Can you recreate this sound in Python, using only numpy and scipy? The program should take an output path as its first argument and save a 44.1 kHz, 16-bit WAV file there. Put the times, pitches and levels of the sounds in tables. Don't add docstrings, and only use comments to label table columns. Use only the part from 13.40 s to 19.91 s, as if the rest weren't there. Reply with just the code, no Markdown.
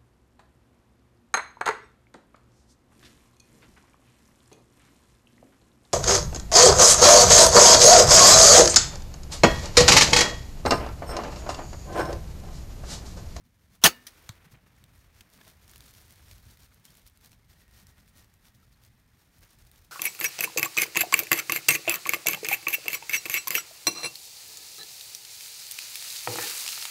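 import sys
import numpy as np
from scipy import signal
from scipy.fft import rfft, irfft, next_fast_len
from scipy.io import wavfile
from scipy.ndimage import map_coordinates

SR = 44100
rng = np.random.default_rng(int(sys.argv[2]) if len(sys.argv) > 2 else 0)


def master_out(mix):
    frames = np.transpose(np.atleast_2d(mix))
    ceiling = np.clip(frames, -1, 1)
    pcm = np.round(ceiling * 32767).astype(np.int16)
    wavfile.write(sys.argv[1], SR, pcm)


def natural_amplitude(level_db):
    exponent = np.asarray(level_db, float) / 20
    return 10 ** exponent


N = 287111


def unit(x):
    return x / np.sqrt(np.mean(x ** 2) + 1e-20)


def curves(rows):
    s, *cols = np.transpose(rows)
    return [np.interp(np.arange(N) / SR, s, c) for c in cols]


def wobble(rate, size=N):
    knots = rng.standard_normal(int(size * rate / SR) + 4)
    return map_coordinates(knots, [np.arange(size) * rate / SR])


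def coloured(x, spectrum):
    size = next_fast_len(len(x) + 8192)
    hz, db = np.transpose(spectrum)
    bins_hz = np.fft.rfftfreq(size, 1 / SR)
    gain = natural_amplitude(np.interp(np.log(bins_hz + 1), np.log(hz + 1), db))
    return unit(irfft(rfft(x, size) * gain, size)[:len(x)])


def gritty(size, grit_db):
    return rng.standard_normal(size) * natural_amplitude(grit_db * rng.standard_normal(size))


def add(track, s, sound):
    part = track[round(s * SR):][:len(sound)]
    part += sound[:len(part)]


def burst(stage, spectrum, grit_db, chatter_db):
    s, db, rise, hold, t60 = stage
    out, t = np.zeros(N), np.arange(SR // 4) / SR
    decay_db = -60 * np.maximum(t - rise - hold, 0) / t60
    shape = np.clip(t / rise, 0, 1) ** 2 * natural_amplitude(db + decay_db)
    chatter = natural_amplitude(chatter_db * wobble(900, size=len(t)))
    add(out, s, shape * unit(chatter * coloured(gritty(len(t), grit_db), spectrum)))
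    return out


def rings(rows, phase, attack):
    out, t = np.zeros(N), np.arange(SR // 5) / SR
    for s, db, hz, t60 in rows:
        tone = np.sin(2 * np.pi * hz * t + phase)
        add(out, s, natural_amplitude(db - 60 * t / t60) * tone * (1 - np.exp(-t / attack)))
    return out


def jolts(rows):
    lead_s, makeup_db = .0006, 7.5
    parts = [(s - lead_s, db + makeup_db, hz, .013 + 5 / hz) for s, db, hz in rows]
    return rings(parts, phase=0, attack=.0012)


def swells(rows, floor_db):
    edge_db, squareness = 9, 2.2
    t = np.arange(0, N / SR + .002, .001)
    power = sum(natural_amplitude(db - edge_db * np.abs((t - s) / half) ** squareness) ** 2 for s, half, db in rows)
    return 10 * np.log10(np.interp(np.arange(N) / SR, t, power) + natural_amplitude(floor_db) ** 2)


# start in seconds, level in dB, rise, hold and t60 in seconds.
TRIGGER = [
    (.412, -53, .006, .008, .02),
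    (.4243, -45, .001, .013, .02),
]
# frequency in Hz, level in dB per Hz.
TRIGGER_TONE = [(120, -41), (200, -11), (1620, -7), (2250, -17), (2960, -1), (3820, -12), (15500, -16)]


def trigger():
    return sum(burst(stage, TRIGGER_TONE, grit_db=5, chatter_db=2.5) for stage in TRIGGER)


# start in seconds, level in dB, rise, hold and t60 in seconds.
RELEASE = (.4368, -11, .0025, .0078, .012)
SLAM = (.4476, -12.6, .002, .0185, .02)
SHUDDER = (.466, -18, .004, .002, .085)
# frequency in Hz, level in dB per Hz.
RELEASE_TONE = [(210, -37), (350, -7), (611, -10), (1400, -4), (2300, -11), (3310, 0), (4780, -5),
                (6070, -1), (7590, -10), (8620, -6), (11900, -8), (13500, -4), (15800, -13)]
SLAM_TONE = [(240, -39), (400, -6), (1230, -4), (1520, -5), (1810, 1), (2070, -7), (3140, -4), (3610, -6),
             (6090, -9), (6570, -6), (7670, -11), (9220, -9), (15800, -11)]
SHUDDER_TONE = [(180, -28), (300, 2), (643, -8), (785, 0), (911, -14), (1310, -3), (1770, -13), (1920, -6),
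                (5940, -10), (6450, -2), (7370, -13), (15800, -13)]
# start in seconds, peak in dB, frequency in Hz, t60 in seconds.
KICKS = [
    (.4415, -11.5, 215, .045),
    (.4405, -26, 92, .08),
    (.452, -16, 168, .07),
    (.466, -37, 66, .12),
]
# time in seconds, peak in dB, frequency in Hz.
BOW_JOLTS = [(.4384, -12, 5470), (.439, -14, 8350), (.439, -12, 6200), (.4385, -16, 1100),
             (.4404, -11, 4130), (.4408, -6.5, 3360), (.4428, -15, 1330), (.4439, -15, 10080),
             (.4443, -7.5, 5990), (.4459, -16, 9130), (.4471, -14, 3870), (.4497, -12, 1160),
             (.4502, -14, 6500), (.4509, -9, 2930), (.4537, -17, 5770), (.4555, -13, 860),
             (.4557, -16, 4520), (.4571, -14, 9090), (.4575, -15, 5210), (.4577, -11, 2930),
             (.4585, -14, 1500), (.4589, -15, 6630), (.4604, -9, 1810), (.4616, -12, 2670),
             (.4618, -12, 3270), (.4636, -15, 690), (.4647, -16, 4440), (.4647, -14, 3100),
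             (.4662, -15, 9170), (.4678, -14, 2330), (.4713, -22, 9170), (.4684, -17, 4480),
             (.4733, -22, 820), (.4738, -23, 2840), (.4747, -22, 6550), (.4753, -22, 4480),
             (.4778, -26, 1510), (.48, -24, 6590), (.4887, -31, 1290), (.4889, -30, 4480),
             (.4934, -32, 2710)]


def shot():
    out = burst(RELEASE, RELEASE_TONE, grit_db=3, chatter_db=1.1)
    out += burst(SLAM, SLAM_TONE, grit_db=3, chatter_db=1.8)
    out += burst(SHUDDER, SHUDDER_TONE, grit_db=2.5, chatter_db=1.5)
    return out + rings(KICKS, phase=3.6, attack=.003) + jolts(BOW_JOLTS)


# frequency in Hz, level in dB, t60 in seconds.
LIMBS = [(208, -48, .25), (246, -52, .7), (372, -41, .16), (515, -36, .14), (735, -40, .1),
         (1295, -37, .16), (1783, -51, .6), (2243, -49, .25), (2860, -43, .27), (4340, -44, .1),
         (4504, -30, .13), (6562, -30, .085), (9243, -45, .11), (10110, -50, .1)]
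# frequency in Hz, level in dB, t60 in seconds.
RAIL = [
    (926, -50, .27),
    (3515, -56, .27),
    (3725, -52, .21),
    (5319, -48, .14),
    (5825, -58, .28),
    (6885, -46, .11),
]


def bow_ring():
    out, t = np.zeros(N), np.arange(SR // 2) / SR
    ring = np.zeros(len(t))
    for hz, db, t60 in LIMBS + RAIL:
        wander = .55 * wobble(55, size=len(t))
        ring += natural_amplitude(db - 60 * t / t60) * np.sin(2 * np.pi * hz * t + wander)
    add(out, .468, natural_amplitude(1.5) * ring * (1 - np.exp(-t / .002)))
    return out


# start in seconds, level in dB, rise, hold and t60 in seconds.
FIELD = (.47, -46.5, .01, .03, .3)
# frequency in Hz, level in dB per Hz.
FIELD_TONE = [(180, -40), (300, -10), (1520, -11), (1770, -1), (2050, -11), (2910, -7), (3320, -17),
              (4410, -12), (7490, -21), (15800, -18)]


def field():
    return burst(FIELD, FIELD_TONE, grit_db=.1, chatter_db=.6)


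# start in seconds, level in dB, rise, hold and t60 in seconds.
STALK = [
    (.6668, -42, .001, .0055, .016),
    (.673, -50, .002, .013, .04),
]
# frequency in Hz, level in dB per Hz.
STALK_TONE = [(380, -42), (650, -14), (1250, -8), (1570, -12), (1890, -3), (2750, -12), (3140, -5),
              (5880, -2), (7090, -11), (9770, -6), (12800, -12), (14800, -9), (15800, -17)]
# time in seconds, peak in dB, frequency in Hz.
SPLINTERS = [(.6684, -42, 6030), (.669, -40, 4910), (.6699, -44, 14400), (.6702, -41, 9690),
             (.6704, -44, 3960), (.6711, -45, 11930), (.6719, -44, 3190), (.6731, -42, 5940),
             (.6788, -48, 1850), (.6829, -51, 5770)]


def stalk():
    return sum(burst(stage, STALK_TONE, grit_db=4, chatter_db=2.4) for stage in STALK) + jolts(SPLINTERS)


# start in seconds, level in dB, rise, hold and t60 in seconds.
STRIKE = [
    (.8912, -36.5, .0005, .0015, .008),
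    (.893, -51, .001, .004, .11),
]
# frequency in Hz, level in dB per Hz.
STRIKE_TONE = [(290, -48), (500, -18), (1060, 0), (1840, -6), (2670, -20), (3180, -4), (3830, -2),
               (4500, -4), (5050, -14), (7350, -8), (10700, -19), (14500, -17), (15800, -22)]
# start in seconds, peak in dB, frequency in Hz, t60 in seconds.
LANDING = [(.8897, -36, 8300, .004), (.8912, -25, 6900, .005), (.8919, -22.5, 3800, .005),
           (.8926, -38, 2300, .012), (.892, -35, 1200, .012), (.8918, -30, 4500, .006),
           (.8914, -31, 6050, .009), (.891, -38, 13700, .004), (.8912, -40, 11900, .004),
           (.8912, -40, 14800, .004), (.8925, -43, 1800, .02), (.8945, -41, 190, .04)]
# start in seconds, peak in dB, frequency in Hz, t60 in seconds.
THUDS = [
    (.8935, -31, 106, .075),
    (1.0595, -43, 160, .05),
    (1.1325, -42, 115, .09),
    (1.438, -46, 120, .05),
    (5.158, -42, 130, .05),
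]


def landing():
    crack = sum(burst(stage, STRIKE_TONE, grit_db=1.5, chatter_db=.8) for stage in STRIKE)
    return crack + rings(LANDING, phase=0, attack=.0004) + rings(THUDS[:1], phase=2.3, attack=.002)


# time in seconds, peak in dB, frequency in Hz.
TICKS = [(.3532, -46, 1940), (1.1194, -45, 7150), (1.4402, -41, 3570), (1.8082, -34, 3500),
         (1.8102, -40, 2600), (1.812, -44, 3000), (1.9363, -44, 6030), (2.0134, -43, 1890),
         (2.0791, -41, 4130), (2.295, -42, 4130), (2.3355, -41, 2800), (2.3591, -35.5, 4220),
         (2.406, -36.5, 3790), (2.4626, -42, 4820), (2.5087, -43, 4820), (2.9124, -39, 3570),
         (2.9815, -44, 3830), (3.1726, -46, 4260), (3.2041, -44, 3570), (3.2328, -43, 5080),
         (3.4524, -36, 5430), (3.5951, -46, 5120), (3.6984, -45, 4130), (3.847, -41, 5430),
         (3.8596, -40, 5300), (3.9305, -42, 2150), (4.0975, -46, 4480), (4.469, -42, 4950),
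         (4.7818, -45, 5080), (5.4371, -44, 5080), (5.4498, -44, 5900), (6.3601, -44, 6460)]
# time in seconds, peak in dB.
SEAM = [(1.9007, -46), (2.3138, -40), (2.3798, -40), (2.7238, -39), (3.3444, -45), (3.5712, -43),
        (3.6754, -38), (3.7736, -45), (4.845, -47), (4.94, -47), (5.4636, -45), (6.315, -42)]
# time in seconds, peak in dB, frequency in Hz.
MORE_SNAPS = [(0.9544, -48, 3760), (1.7644, -52, 3600), (1.9504, -47, 3170), (1.9764, -49, 4120),
              (2.0507, -45, 4330), (2.1004, -46, 5070), (2.1124, -47, 5040), (2.2792, -42, 3790),
              (2.4244, -46, 3880), (2.5384, -44, 4630), (2.5494, -43, 4690), (2.5814, -45, 4700),
              (2.6144, -45, 5830), (2.6813, -47, 5200), (2.7072, -40, 6260), (2.7586, -45, 3650),
              (2.8833, -43, 4530), (3.0304, -50, 4710), (3.4584, -49, 3130), (3.5524, -43, 4430),
              (3.6184, -49, 3820), (3.6654, -42, 6330), (3.8112, -48, 5250), (3.8945, -48, 5000),
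              (3.918, -43, 6180), (4.2804, -47, 3440), (4.3116, -48, 5260), (4.5814, -49, 3840),
              (4.6784, -49, 4380), (4.7544, -50, 5560), (4.7735, -45, 5310), (5.0539, -44, 3030),
              (5.1487, -50, 5350), (5.9834, -47, 9590), (5.9914, -47, 5530), (6.0084, -48, 12400),
              (6.0282, -46, 4100), (6.106, -45, 11000), (6.1324, -49, 5870), (6.1873, -46, 9340),
              (6.2504, -48, 11300), (6.2684, -49, 11800), (6.3794, -47, 6360), (6.4154, -52, 5720),
              (6.4484, -48, 6160)]


def ticks():
    out, t = np.zeros(N), np.arange(1024) / SR
    seam_hz = 12200
    snaps = TICKS + [(s, db, seam_hz) for s, db in SEAM] + list(MORE_SNAPS)
    for s, db, hz in snaps:
        t60 = max(.0034 + .00045 * (db + 43), .0018)
        bump = [(hz / 1.5, 0), (hz, 2.5), (hz * 1.25, 0)]
        treble_db = 6 * np.log2(hz / 4000) - 5
        slope = [(300, -24), (1200, -5), (3000, 0), (11000, treble_db)]
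        spike = natural_amplitude(-60 * t / (1.2 * t60))
        after_crackle = natural_amplitude(-22 - 60 * t / .03)
        shape = (1 - np.exp(-t / .00015)) * (spike + after_crackle)
        snap = shape * coloured(coloured(rng.standard_normal(len(t)), bump), slope)
        add(out, s, natural_amplitude(db + .6) * snap / np.abs(snap).max())
    return out


# start in seconds, peak in dB, frequency in Hz, t60 in seconds.
CREAKS = [(2.0128, -44, 1700, .018), (3.481, -49, 3200, .025), (4.205, -60, 1980, .05),
          (5.227, -54, 1320, .035), (1.135, -55, 5600, .012), (1.268, -55, 900, .015),
          (3.918, -54, 5500, .012), (4.03, -62, 2100, .04), (5.342, -52, 4250, .015)]


def creaks_and_knocks():
    return rings(CREAKS, phase=0, attack=.002) + rings(THUDS[1:], phase=.3, attack=.003)


def crackle():
    per_s, level_db, spread_db, t60 = 85, 7, 2, .002
    t = np.arange(128) / SR
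    chance = rng.random((int(per_s * N / SR), 4))
    when, size, octave, phase = chance.T[..., None]
    carrier = np.sin(2 * np.pi * (3000 * 2 ** (2.2 * octave) * t + phase))
    spikes = (carrier + .6 * rng.standard_normal(carrier.shape)) * natural_amplitude(-60 * t / t60)
    spikes = spikes * natural_amplitude(level_db - spread_db * np.log(size + .01))
    where = (when * N).astype(int) + np.arange(len(t))
    return np.bincount(where.ravel(), spikes.ravel(), N + len(t))[:N]


# frequency in Hz, level in dB per Hz.
CLOTH = [(180, -31), (300, -1), (759, -5), (1740, -5), (2820, -7), (4480, -6), (4950, -7), (5470, -6),
         (7620, -10), (9450, -9), (10400, -12), (12500, -9), (15000, -13), (15800, -16)]
# frequency in Hz,
# gain in dB.
PORT = [(7000, .5), (7800, -1.5), (8800, 1), (9800, 1), (10500, -1.2), (11400, 1.2), (14500, 1.2),
        (15800, 3)]
# time in seconds, pressure in dB.
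CONTACT = [(0, -77), (.42, -76), (.62, -66), (.72, -64), (.92, -66), (1.03, -72), (1.2, -75), (1.72, -74),
           (2.2, -71), (2.4, -65), (2.85, -64), (3.03, -71), (3.75, -72), (4.0, -76), (4.2, -72),
           (5.62, -75), (6.51, -72)]
# middle in seconds, half length in seconds, level in dB.
STROKES = [(.235, .035, -72), (.34, .035, -67), (1.385, .05, -70), (1.59, .075, -67), (1.79, .06, -66),
           (1.95, .05, -65), (2.01, .03, -64), (2.078, .045, -60), (2.33, .09, -63), (2.475, .05, -60.5),
           (2.575, .05, -60), (2.72, .03, -62), (2.925, .06, -59), (3.09, .065, -61.5), (3.232, .045, -62),
           (3.5, .05, -63), (3.575, .035, -64), (3.852, .035, -61), (3.925, .025, -66), (4.115, .03, -66),
           (4.205, .04, -67), (4.385, .06, -61), (4.492, .025, -63), (4.795, .045, -62), (5.065, .03, -62),
           (5.455, .04, -67), (5.81, .07, -70), (5.96, .03, -68), (6.045, .04, -64), (6.12, .035, -64),
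           (6.215, .04, -65), (6.36, .045, -66), (6.28, .035, -70), (3.62, .015, -68)]
# middle in seconds, level in dB.
FLICKS = [(1.052, -68), (1.125, -61), (1.272, -70), (2.235, -66), (3.34, -68), (3.457, -60), (3.674, -61),
          (4.6, -69), (4.69, -66), (5.158, -69), (5.24, -70), (5.335, -69), (6.45, -69)]
# time in seconds, level in dB.
AFTERWASH = [(.45, -100), (.5, -66), (.93, -65), (1.05, -69), (1.3, -71), (1.6, -71), (2.2, -70),
             (2.95, -72), (3.02, -79), (4.1, -79), (4.4, -76), (6.51, -79)]
# middle in seconds, half length in seconds, level in dB.
SCUFFS = [(.98, .03, -66), (1.018, .012, -65), (1.053, .012, -62), (1.085, .012, -65), (1.124, .008, -62),
          (1.149, .01, -58), (1.18, .02, -66), (1.269, .007, -60), (1.99, .01, -62), (2.015, .006, -58),
          (2.075, .012, -58), (2.8, .01, -63), (3.32, .008, -66), (3.84, .008, -67), (4.585, .012, -65),
          (6.03, .008, -67), (6.062, .012, -66), (6.345, .015, -66)]


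def rustle():
    drag_db = swells(STROKES, curves(CONTACT)[0])
    flick_half_s = .016
    crisp_db = swells([(s, flick_half_s, db) for s, db in FLICKS], drag_db)

    brush_db = -68.5 + .62 * (drag_db + 66)
    brush_db = 10 * np.log10(natural_amplitude(brush_db) ** 2 + natural_amplitude(curves(AFTERWASH)[0]) ** 2)
    brush_db = swells(SCUFFS, brush_db)

    flutter_db = 1.1 * wobble(40) + 1.4 * wobble(150)
    pops = 14 * (rng.random(N) < 160 / SR) * rng.uniform(-1, 1, N)
    top = coloured(pops + gritty(N, grit_db=4), CLOTH)
    top = coloured(top, [(1200, -30), (2200, -9), (3600, 0)] + PORT)
    low = coloured(gritty(N, grit_db=3), CLOTH)
    low = coloured(low, [(500, -1.5), (2200, 0), (3600, -7), (7000, -30)])
    crisp = natural_amplitude(crisp_db + .4) * (unit(natural_amplitude(flutter_db) * top) + crackle())
    brush = natural_amplitude(brush_db - .2) * unit(natural_amplitude(.7 * flutter_db) * low)
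    return crisp + brush


# time in seconds, strength in dB.
WIND = [(0.0, -69), (0.52, -66), (0.78, -68), (1.03, -64), (1.38, -67), (1.49, -64), (1.92, -66),
        (2.48, -61), (3.1, -61), (3.3, -65), (3.62, -68), (4.04, -65), (5.24, -65), (5.77, -68),
        (6.11, -65), (6.51, -66)]
# middle in seconds, level in dB.
GUSTS = [(1.42, -63), (1.7, -62), (2.06, -62), (2.38, -59), (2.73, -58), (2.92, -59), (3.24, -60),
         (3.1, -60), (3.66, -63), (3.9, -62), (4.1, -63), (4.34, -60), (4.5, -61), (4.8, -61), (5.3, -62),
         (5.51, -59), (6.04, -58), (6.23, -58), (6.4, -62)]
# middle in seconds, level in dB.
SLAPS = [(.33, -65), (.8, -66), (1.06, -62), (1.145, -62), (1.267, -65), (1.445, -62), (1.525, -64),
         (1.8, -65), (2.0, -62), (2.08, -63), (2.375, -65), (2.45, -64), (2.714, -61), (2.92, -62),
         (3.085, -65), (3.5, -64), (3.93, -64), (4.6, -66), (4.78, -66), (5.164, -62)]
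# frequency in Hz, level in dB.
RUMBLE = [(12, -46), (20, -16), (34, -5), (54, 0), (108, -2), (130, -6), (170, -36), (290, -120)]
FLAP = [(85, -30), (130, -1), (185, 0), (250, -5), (310, -13), (430, -40)]


def wind():
    strength_db = curves(WIND)[0]
    gust_half_s, slap_half_s = .06, .035
    breeze_db = strength_db + 1.1 + .8 * wobble(6)
    rumble_db = swells([(s, gust_half_s, db) for s, db in GUSTS], breeze_db)
    calm_db = -69.5 + .3 * (strength_db - strength_db.mean())
    flap_db = swells([(s, slap_half_s, db) for s, db in SLAPS], calm_db)
    rumble = unit(natural_amplitude(1.2 * wobble(18)) * coloured(rng.standard_normal(N), RUMBLE))
    flap = unit(natural_amplitude(1.8 * wobble(30)) * coloured(rng.standard_normal(N), FLAP))
    return natural_amplitude(rumble_db + .2) * rumble + natural_amplitude(flap_db - .8) * flap


# time in seconds, level in dB.
HUM = [
    (0, -97),
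    (3.9, -94),
    (4.2, -77),
    (4.75, -79),
    (5, -84),
    (6, -88),
    (6.51, -92),
]


def gap_hum():
    whistle = coloured(rng.standard_normal(N), [(1760, -40), (1870, 0), (1980, -40)])
    return natural_amplitude(curves(HUM)[0]) * whistle


def scene():
    bow = trigger() + shot() + bow_ring() + field()
    bolt = stalk() + landing()
    clothing = ticks() + creaks_and_knocks() + rustle()
    return (bow + bolt + clothing + wind() + gap_hum())[None]


def roll_off(x):
    return signal.sosfilt(signal.butter(12, 16860, fs=SR, output="sos"), x)


def record(dry):
    rounded = dry / (1 + np.abs(dry / .97) ** 5) ** (1 / 5)
    size = next_fast_len(N)
    edge = np.clip((16000 - np.fft.rfftfreq(size, 1 / SR)) / 350, 0, 1)
    limited = irfft(rfft(rounded, size) * np.sin(edge * np.pi / 2) ** 2, size)[:, :N]
    return roll_off(limited)


dry = scene()
out = record(dry)
master_out(out)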